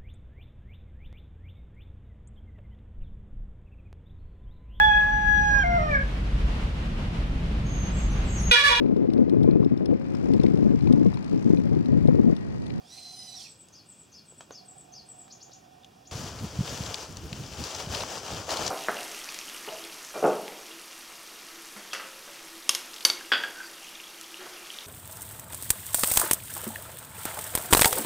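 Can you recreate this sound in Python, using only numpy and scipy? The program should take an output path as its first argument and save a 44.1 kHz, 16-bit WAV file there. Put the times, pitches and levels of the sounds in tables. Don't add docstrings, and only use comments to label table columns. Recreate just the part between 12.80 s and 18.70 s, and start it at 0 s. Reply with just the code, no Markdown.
import sys
import numpy as np
from scipy import signal
from scipy.fft import rfft, irfft, next_fast_len
from scipy.io import wavfile
from scipy.ndimage import uniform_filter1d, map_coordinates

SR = 44100
rng = np.random.default_rng(int(sys.argv[2]) if len(sys.argv) > 2 else 0)


def unload_audio(sound):
    columns = np.transpose(np.atleast_2d(sound))
    steps = np.round(np.clip(columns, -1, 1) * 32767)
    wavfile.write(sys.argv[1], SR, steps.astype(np.int16))


N = 260190
CHANGE_S = 3.311

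# (frequency [Hz], left-right likeness [-1..1])
CLOSE_LIKENESS = [(500, 0.97), (2000, 0.74), (6000, 0.94), (7500, 0.3), (9000, -0.37), (12000, -0.65),
                  (15500, -0.72)]


def deer(crest_hz=2059, crest_s=.14, collapse_s=.555, start_s=.13, end_s=.64, jitter=.0045, rasp=.0367):
    # (frequency [Hz], gain [dB])
    throat = [(1000, -44), (2030, -23.5), (2450, 5), (3050, -16), (3350, 2.5), (3750, -12), (4080, -0.5),
              (5100, -1.5), (5600, 5.5), (6100, -8), (7100, -17), (8150, -14), (9200, -9), (10200, -17),
              (11200, -25), (13500, -30)]
    # (frequency [Hz], density [dB])
    breath = [(1000, -52), (2000, -17), (3000, -13), (4500, -3), (5600, -3.5), (7000, -14), (8500, -11.5),
              (10500, -19), (12500, -25), (16000, -30)]
    size = SR
    t = np.arange(size) / SR
    climb_hz_per_s, sag_hz_per_s, collapse_hz_per_s, inertia_s = 4400, 150, 6600, .0503
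    pitch = (crest_hz - climb_hz_per_s * np.maximum(crest_s - t, 0)
             - sag_hz_per_s * np.maximum(t - crest_s, 0)
             - collapse_hz_per_s * np.maximum(t - collapse_s, 0))
    pitch = uniform_filter1d(np.maximum(pitch, crest_hz / 2), size=int(inertia_s * SR))
    tight_s, tight_length_s = .409, .23
    tight = np.exp(-(2 * (t - tight_s) / tight_length_s) ** 4)
    slack = 1 - pitch / crest_hz
    air_share = np.clip(.32 - .19 * tight + 1.25 * slack, 0, 1)
    pitch = pitch * (1 + jitter * wobble(260, size) + rasp * air_share * wobble(900, size))
    phase = 2 * np.pi * np.cumsum(pitch) / SR

    def partial(k, flutter_db=3):
        return amp(along(throat, k * pitch) + flutter_db * wobble(69.7, size)) * np.sin(k * phase)

    doubling = amp(-19 + 14.5 * tight)
    tone = sum(partial(k) + doubling * partial(k + .5) for k in range(1, 7))
    air = coloured(rng.standard_normal(size) * (1 + .5 * np.cos(phase)), breath)
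    voice = voice_crack(t) + amp(1) * np.sqrt(1 - air_share) * tone + amp(-2) * np.sqrt(air_share) * air
    swell_db = -47.5 + 3 * (t - start_s)
    envelope = amp(swell_db) * held(t, start_s, end_s, attack_s=.1, release_s=.087)
    return pan(-3.5) * outdoors(np.pad(envelope * voice, (0, N - size)), wet_db=-5, likeness=.54)


def voice_crack(t, at_s=.185, length_s=.019, centre_hz=2500, width_hz=760):
    noise = filtered(rng.standard_normal(len(t)), lambda hz: resonance(hz, centre_hz, width_hz) ** 2)
    return amp(-8.5) * unit(noise) * np.exp(-(2 * (t - at_s) / length_s) ** 2)


def bird(arch_after_s=.129, arch_gap_s=.098, flutter_db=2):
    # (time [s], pitch [Hz], relative level [dB])
    slur = [(0, 5870, -12), (.007, 6550, -2), (.016, 6190, 0.5), (.026, 5650, -13), (.047, 5290, -0.5),
            (.062, 4700, -5), (.078, 4330, -3), (.098, 4100, -28)]
    undertone = [(0, 4090, -45), (.014, 4350, -14), (.026, 4700, -8), (.046, 5250, -2), (.06, 5450, -32)]
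    arch = [(0, 6950, -31), (.012, 8100, -15.5), (.03, 8840, -19.5), (.04, 7890, -2.5), (.048, 7740, -7),
            (.058, 8150, -6.5), (.07, 7520, -6), (.077, 6400, -23)]
    flick = [(0, 3620, -17), (.008, 4710, -5.5), (.02, 5390, -4.5), (.027, 6460, 4.5), (.032, 7000, -0.5),
             (.043, 5700, -21)]
    # (start [s], slur gain [dB], arch gain [dB])
    phrases = [(0.527, -57, -47.5), (.923, -52.5, -45.5), (1.317, -50, -46.5), (1.715, -47.5, -46),
               (2.122, -46.5, -44)]
    # (start [s], gain [dB])
    flicks = [(2.5, -45.5), (2.601, -46), (2.711, -49), (3.249, -53)]
    song = np.zeros(N)
    for s, slur_db, arch_db in phrases:
        add(song, s, amp(slur_db) * syllable(slur, onset_rasp=.021))
        add(song, s, amp(slur_db) * syllable(undertone))
        for k in range(2):
            add(song, s + arch_after_s + k * arch_gap_s, amp(arch_db) * syllable(arch))
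    for s, db in flicks:
        add(song, s, amp(db) * syllable(flick, onset_rasp=.237))
    return pan(2) * outdoors(song * amp(flutter_db * wobble(200)), wet_db=-3, likeness=.81)


def syllable(contour, onset_rasp=0, steady_rasp=.018, clear_s=.0313):
    times, pitches, levels = np.transpose(contour)
    t = np.arange(int(times[-1] * SR)) / SR
    rasp = steady_rasp + onset_rasp * np.maximum(1 - t / clear_s, 0)
    pitch = np.interp(t, times, pitches) * (1 + rasp * wobble(1500, SR // 4)[:len(t)])
    return amp(np.interp(t, times, levels)) * np.sin(2 * np.pi * np.cumsum(pitch) / SR)


def hooves(clack_t60_s=.0095, grit_t60_s=.12, grit_db=-15):
    # (time [s], relative level [dB], tilt [dB/octave])
    contacts = [(0.886, -47, 11), (0.905, -54, -2), (1.523, -46, -6), (1.6075, -35, 1.5),
                (1.708, -32.5, -1.5), (2.48, -47.5, 2), (2.695, -45, -1)]
    # (frequency [Hz], density [dB])
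    spectrum = [(100, -24), (350, 0.5), (550, 0.5), (850, -4.5), (1350, 0.5), (2100, -14.5), (3300, -8.5),
                (5000, -13.5), (8000, -17.5), (15000, -59)]
    steps, t = np.zeros(N), np.arange(SR // 8) / SR
    decay = amp(-60 * t / clack_t60_s) + amp(grit_db - 60 * t / grit_t60_s)
    for s, db, tilt in contacts:
        noise = rng.standard_normal(len(t))
        noise = filtered(noise, lambda hz: amp(along(spectrum, hz) + tilt * np.log2(hz / 1000 + .25)))
        clack = noise * decay
        add(steps, s, amp(db - 6.5) * clack / np.sqrt(np.mean(clack[:128] ** 2)))
    return outdoors(steps, wet_db=-9, likeness=.55)


def cloth():
    # (frequency [Hz], density [dB])
    hiss_spectrum = [(940, -34), (1600, -7), (2010, -9.5), (3100, -3), (4050, -8.5), (4680, -3),
                     (5890, -3.5), (7270, -7), (8980, -13.5), (13400, -17), (15200, -17), (15800, -16)]
    body_spectrum = [(100, -10), (250, -4), (450, 4), (680, 4.5), (1000, 1), (1400, -1), (1900, -12),
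                     (3000, -56), (6000, -58)]
    # (frequency [Hz], left minus right [dB])
    balance = [(200, 2.5), (380, 1.5), (700, 1.5), (1290, 5), (2380, 5.5), (4400, 4.5), (8120, 4.5),
               (12000, -1)]
    # (time [s], relative level [dB], pitch [Hz])
    big_creases = [(4.063, -26, 5370), (4.143, -17, 4220), (4.37, -27, 5700), (4.529, -24.5, 2820),
                   (4.839, -22, 5090), (4.948, -27, 5350), (5.148, -19, 3700), (5.2205, -24, 4040),
                   (5.2344, -20.5, 1050), (5.692, -17.5, 680), (5.716, -21, 4200), (5.771, -18, 4500),
                   (5.792, -16.5, 810), (5.864, -19, 5120), (5.878, -16, 5900)]
    hiss_gain, body_gain = rubbing()
    grip = amp(wobble(45) + .36 * wobble(220))
    hiss = coloured(grip * friction(slips_per_s=760, slip_share=.23, patchy_db=.8), hiss_spectrum)
    body = coloured(grip * friction(slips_per_s=350, slip_share=.26, patchy_db=0), body_spectrum)
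    creases = [*big_creases, *small_creases(hiss_gain)]
    crackle = snaps(creases, ring_t60_s=.019, width_share=.35, gain_db=-9, click_db=-9)
    return filtered(hiss_gain * hiss + body_gain * body + crackle, lambda hz: pan(along(balance, hz)))


def rubbing(rest_hiss_db=-51, rest_body_db=-52, fade_db_per_s=8):
    # (start [s], length [s], attack [s], hiss gain [dB], body gain [dB])
    strokes = [(3.312, .18, .03, -42.5, -44.5), (3.548, .25, .1, -48, -49.5),
               (3.859, 0.17, 0.13, -39.5, -43.5), (4.069, .17, .1, -42, -43.5),
               (4.565, .17, .1, -48, -53.5), (4.831, .13, .17, -39, -42.5), (5.001, 0.023, .06, -38, -39.5),
               (5.127, .11, .06, -36.5, -38), (5.312, .055, .1, -39, -39.5), (5.479, 0.13, 0.16, -40, -41),
               (5.705, .17, .06, -34.5, -34)]
    t = np.arange(N) / SR
    hiss, body = amp(rest_hiss_db), amp(rest_body_db)
    for s, length_s, attack_s, hiss_db, body_db in strokes:
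        fade = amp(-fade_db_per_s * np.maximum(t - s, 0))
        stroke = fade * held(t, s, s + length_s, attack_s, release_s=.098)
        hiss = np.hypot(hiss, amp(hiss_db) * stroke)
        body = np.hypot(body, amp(body_db) * stroke)
    return hiss, body


def friction(slips_per_s, slip_share, patchy_db):
    catches = (rng.random(N) < slips_per_s / SR) * rng.standard_normal((2, N))
    drive = np.sqrt(1 - slip_share) * rng.standard_normal((2, N)) + np.sqrt(slip_share) * unit(catches)
    spectra = signal.stft(drive, nperseg=256)[2]
    patches = uniform_filter1d(rng.standard_normal(spectra.shape[1:]), 5, axis=0)
    patches = unit(uniform_filter1d(patches, 8, axis=1))
    rub = signal.istft(spectra * amp(patchy_db * patches), nperseg=256)[1][:, :N]
    return spread(rub, CLOSE_LIKENESS)


def small_creases(rub, count=16, over_db=13, centre_hz=4030, scatter_octaves=.43):
    travel = np.cumsum(rub * (np.arange(N) / SR > CHANGE_S))
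    at = np.searchsorted(travel, travel[-1] * (np.arange(count) + rng.random(count)) / count)
    pitch_hz = centre_hz * 2 ** (scatter_octaves * rng.standard_normal(count))
    return zip(at / SR, 20 * np.log10(rub[at]) + over_db, pitch_hz)


def snaps(rows, ring_t60_s, width_share, gain_db, click_db, click_t60_s=.0084, rise_s=.000088):
    track, t = np.zeros((2, N)), np.arange(SR // 30) / SR
    for s, db, pitch in rows:
        noise = rng.standard_normal((2, len(t)))
        ring = filtered(noise, lambda hz: resonance(hz, pitch, pitch * width_share) / (1 + (hz / 9e3)**4))
        click = amp(click_db - 60 * t / click_t60_s) * rng.standard_normal((2, len(t)))
        burst = (unit(ring) * amp(-60 * t / ring_t60_s) + click) * (1 - np.exp(-t / rise_s))
        add(track, s, amp(db + gain_db) * burst / np.sqrt(np.mean(burst[0, :100] ** 2)))
    return spread(track, CLOSE_LIKENESS)


def wind(breeze_db=-49, lumps_db=4, rise_cycles=.59):
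    # (frequency [Hz], density [dB])
    spectrum = [(20, -17), (45, -7), (75, 0.5), (105, 1), (135, -2.5), (180, -7.5), (260, -9), (450, -16),
                (1000, -43)]
    # (start [s], length [s], level [dB])
    gusts = [(3.336, .33, -42), (3.77, 0.27, -43.5), (4.326, 0.43, -43), (5.083, .07, -42),
             (5.509, .05, -45), (5.802, .08, -41)]
    # (time [s], envelope peak [dB], pitch [Hz])
    puffs = [(3.318, -30, 95), (3.352, -27.5, 110), (3.439, -29, 128), (3.641, -22.5, 156),
             (3.789, -16, 130), (3.806, -15.5, 147), (4.004, -26.5, 164), (4.523, -28.5, 146),
             (5.07, -27.5, 138), (5.101, -28, 85.6), (5.155, -34, 109)]
    t = np.arange(N) / SR
    gains = [amp(db) * held(t, s, s + length, attack_s=.12, release_s=.23) for s, length, db in gusts]
    strength = np.hypot(amp(breeze_db), np.linalg.norm(gains, axis=0))
    lumps = amp(lumps_db * wobble(30))
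    rumble = coloured(spread(rng.standard_normal((2, N)), [(100, .92)]), spectrum)
    air = strength * unit(lumps * rumble)
    for s, db, pitch_hz in puffs:
        cycles = t[:SR // 10] * pitch_hz
        age = cycles / rise_cycles
        add(air, s, amp(db) * age * np.exp((1 - age ** 2) / 2) * np.sin(2 * np.pi * cycles))
    return air


def ticks():
    # (time [s], relative level [dB], pitch [Hz])
    parts = [(3.034, -46, 3550), (3.0455, -38.5, 3420), (3.046, -48, 6500)]
    return snaps(parts, ring_t60_s=.023, width_share=.08, gain_db=-7.5, click_db=-8)


def zoom_motor(waver_db=1.5, ramp_s=.067):
    # (start [s], length [s], relative level [dB])
    runs = [(0, 0.63, -57), (1.715, 1.6, -58.5)]
    # (frequency [Hz], density [dB])
    spectrum = [(400, -36), (660, -16), (742, -2.5), (830, -21.5), (1250, -28), (1650, -42), (1850, -26),
                (2100, -42), (5000, -71)]
    t = np.arange(N) / SR
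    running = sum(amp(db) * held(t, s, s + length, ramp_s, ramp_s) for s, length, db in runs)
    hum = running * amp(waver_db * wobble(24.92)) * coloured(rng.standard_normal(N), spectrum)
    return np.array([[-.35], [1.5]]) * hum


def woods(murmur_db=-59, whirr_db=-66):
    # (frequency [Hz], density [dB])
    spectrum = [(25, -18), (60, -6), (130, 2), (290, -2.5), (480, -7.5), (850, -10), (1500, -16.5),
                (2100, -25.5), (2700, -17.5), (4100, -27), (5400, -32), (7000, -24), (9000, -26.5),
                (15800, -28.5)]
    # (frequency [Hz], left-right likeness [-1..1])
    likeness = [(130, 0.97), (290, 0.77), (640, 0.22), (1400, 0.044), (3100, 0.077), (7000, 0.56),
                (15000, 0.1)]
    # (centre [Hz], width [Hz], relative level [dB])
    bands = [(1440, 440, -2), (1833, 43, 1.5), (2406, 230, 1.5), (2795, 140, 2), (3333, 270, 3.5),
             (3690, 130, -8), (5260, 2400, 0)]
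    gain = amp(murmur_db + .24 * wobble(5.44))
    murmur = gain * coloured(spread(rng.standard_normal((2, N)), likeness), spectrum)
    whirr = lambda hz: sum(amp(db) * abs(resonance(hz, centre, width)) ** 2 for centre, width, db in bands)
    return murmur + amp(whirr_db) * unit(filtered(rng.standard_normal(N), whirr))


def outdoors(x, wet_db, likeness):
    # (frequency [Hz], t60 [s])
    decay = [(200, 0.089), (2000, 0.15), (5000, 0.31), (8000, 0.24), (15000, 0.044)]
    hz, t, spectra = signal.stft(rng.standard_normal((2, SR // 2)), SR, nperseg=256)
    tail = signal.istft(spectra * amp(-60 * t / along(decay, hz)[:, None]), SR, nperseg=256)[1]
    tail = spread(tail / np.linalg.norm(tail[0]), [(1000, likeness)])
    return x + amp(wet_db) * signal.fftconvolve(x[None], tail, axes=1)[:, :N]


def amp(db):
    return 10 ** (np.asarray(db) / 20)


def unit(x):
    return x / np.sqrt(np.mean(x ** 2) + 1e-20)


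def along(points, hz):
    f, v = np.transpose(points)
    return np.interp(np.log(hz + 1), np.log(f + 1), v)


def wobble(rate_hz, size=N):
    knots = rng.standard_normal(int(size * rate_hz / SR) + 4)
    return map_coordinates(knots, [np.arange(size) * rate_hz / SR])


def held(t, start_s, end_s, attack_s, release_s):
    return amp(-20 * (np.maximum(start_s - t, 0) / attack_s + np.maximum(t - end_s, 0) / release_s))


def resonance(hz, centre_hz, width_hz):
    return 1j * hz * width_hz / (centre_hz ** 2 - hz ** 2 + 1j * hz * width_hz)


def filtered(x, response):
    n = x.shape[-1]
    m = next_fast_len(n + 8192)
    return irfft(rfft(x, m) * response(np.fft.rfftfreq(m, 1 / SR)), m)[..., :n]


def coloured(x, spectrum):
    return unit(filtered(x, lambda hz: amp(along(spectrum, hz))))


def spread(pair, likeness):
    turn = lambda hz: np.arccos(np.clip(along(likeness, hz), -1, 1)) / 2
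    mid, side = filtered(pair, lambda hz: np.array([np.cos(turn(hz)), np.sin(turn(hz))]))
    return np.array([mid + side, mid - side])


def pan(db):
    return amp(np.array([[.5], [-.5]]) * db)


def add(track, s, sound):
    part = track[..., max(0, round(s * SR)):][..., :sound.shape[-1]]
    part += sound[..., :part.shape[-1]]


def scene(crossfade_s=.002):
    later = np.clip((np.arange(N) / SR - CHANGE_S) / crossfade_s, 0, 1)
    pen = deer() + bird() + hooves() + zoom_motor() + ticks()
    return woods() + (1 - later) * pen + later * (cloth() + wind())


def record(dry, low_cut_hz=45, top_hz=15900):
    return filtered(dry, lambda hz: (hz < top_hz) * hz ** 2 / np.sqrt(hz ** 4 + low_cut_hz ** 4))


dry = scene()
out = record(dry)
unload_audio(out)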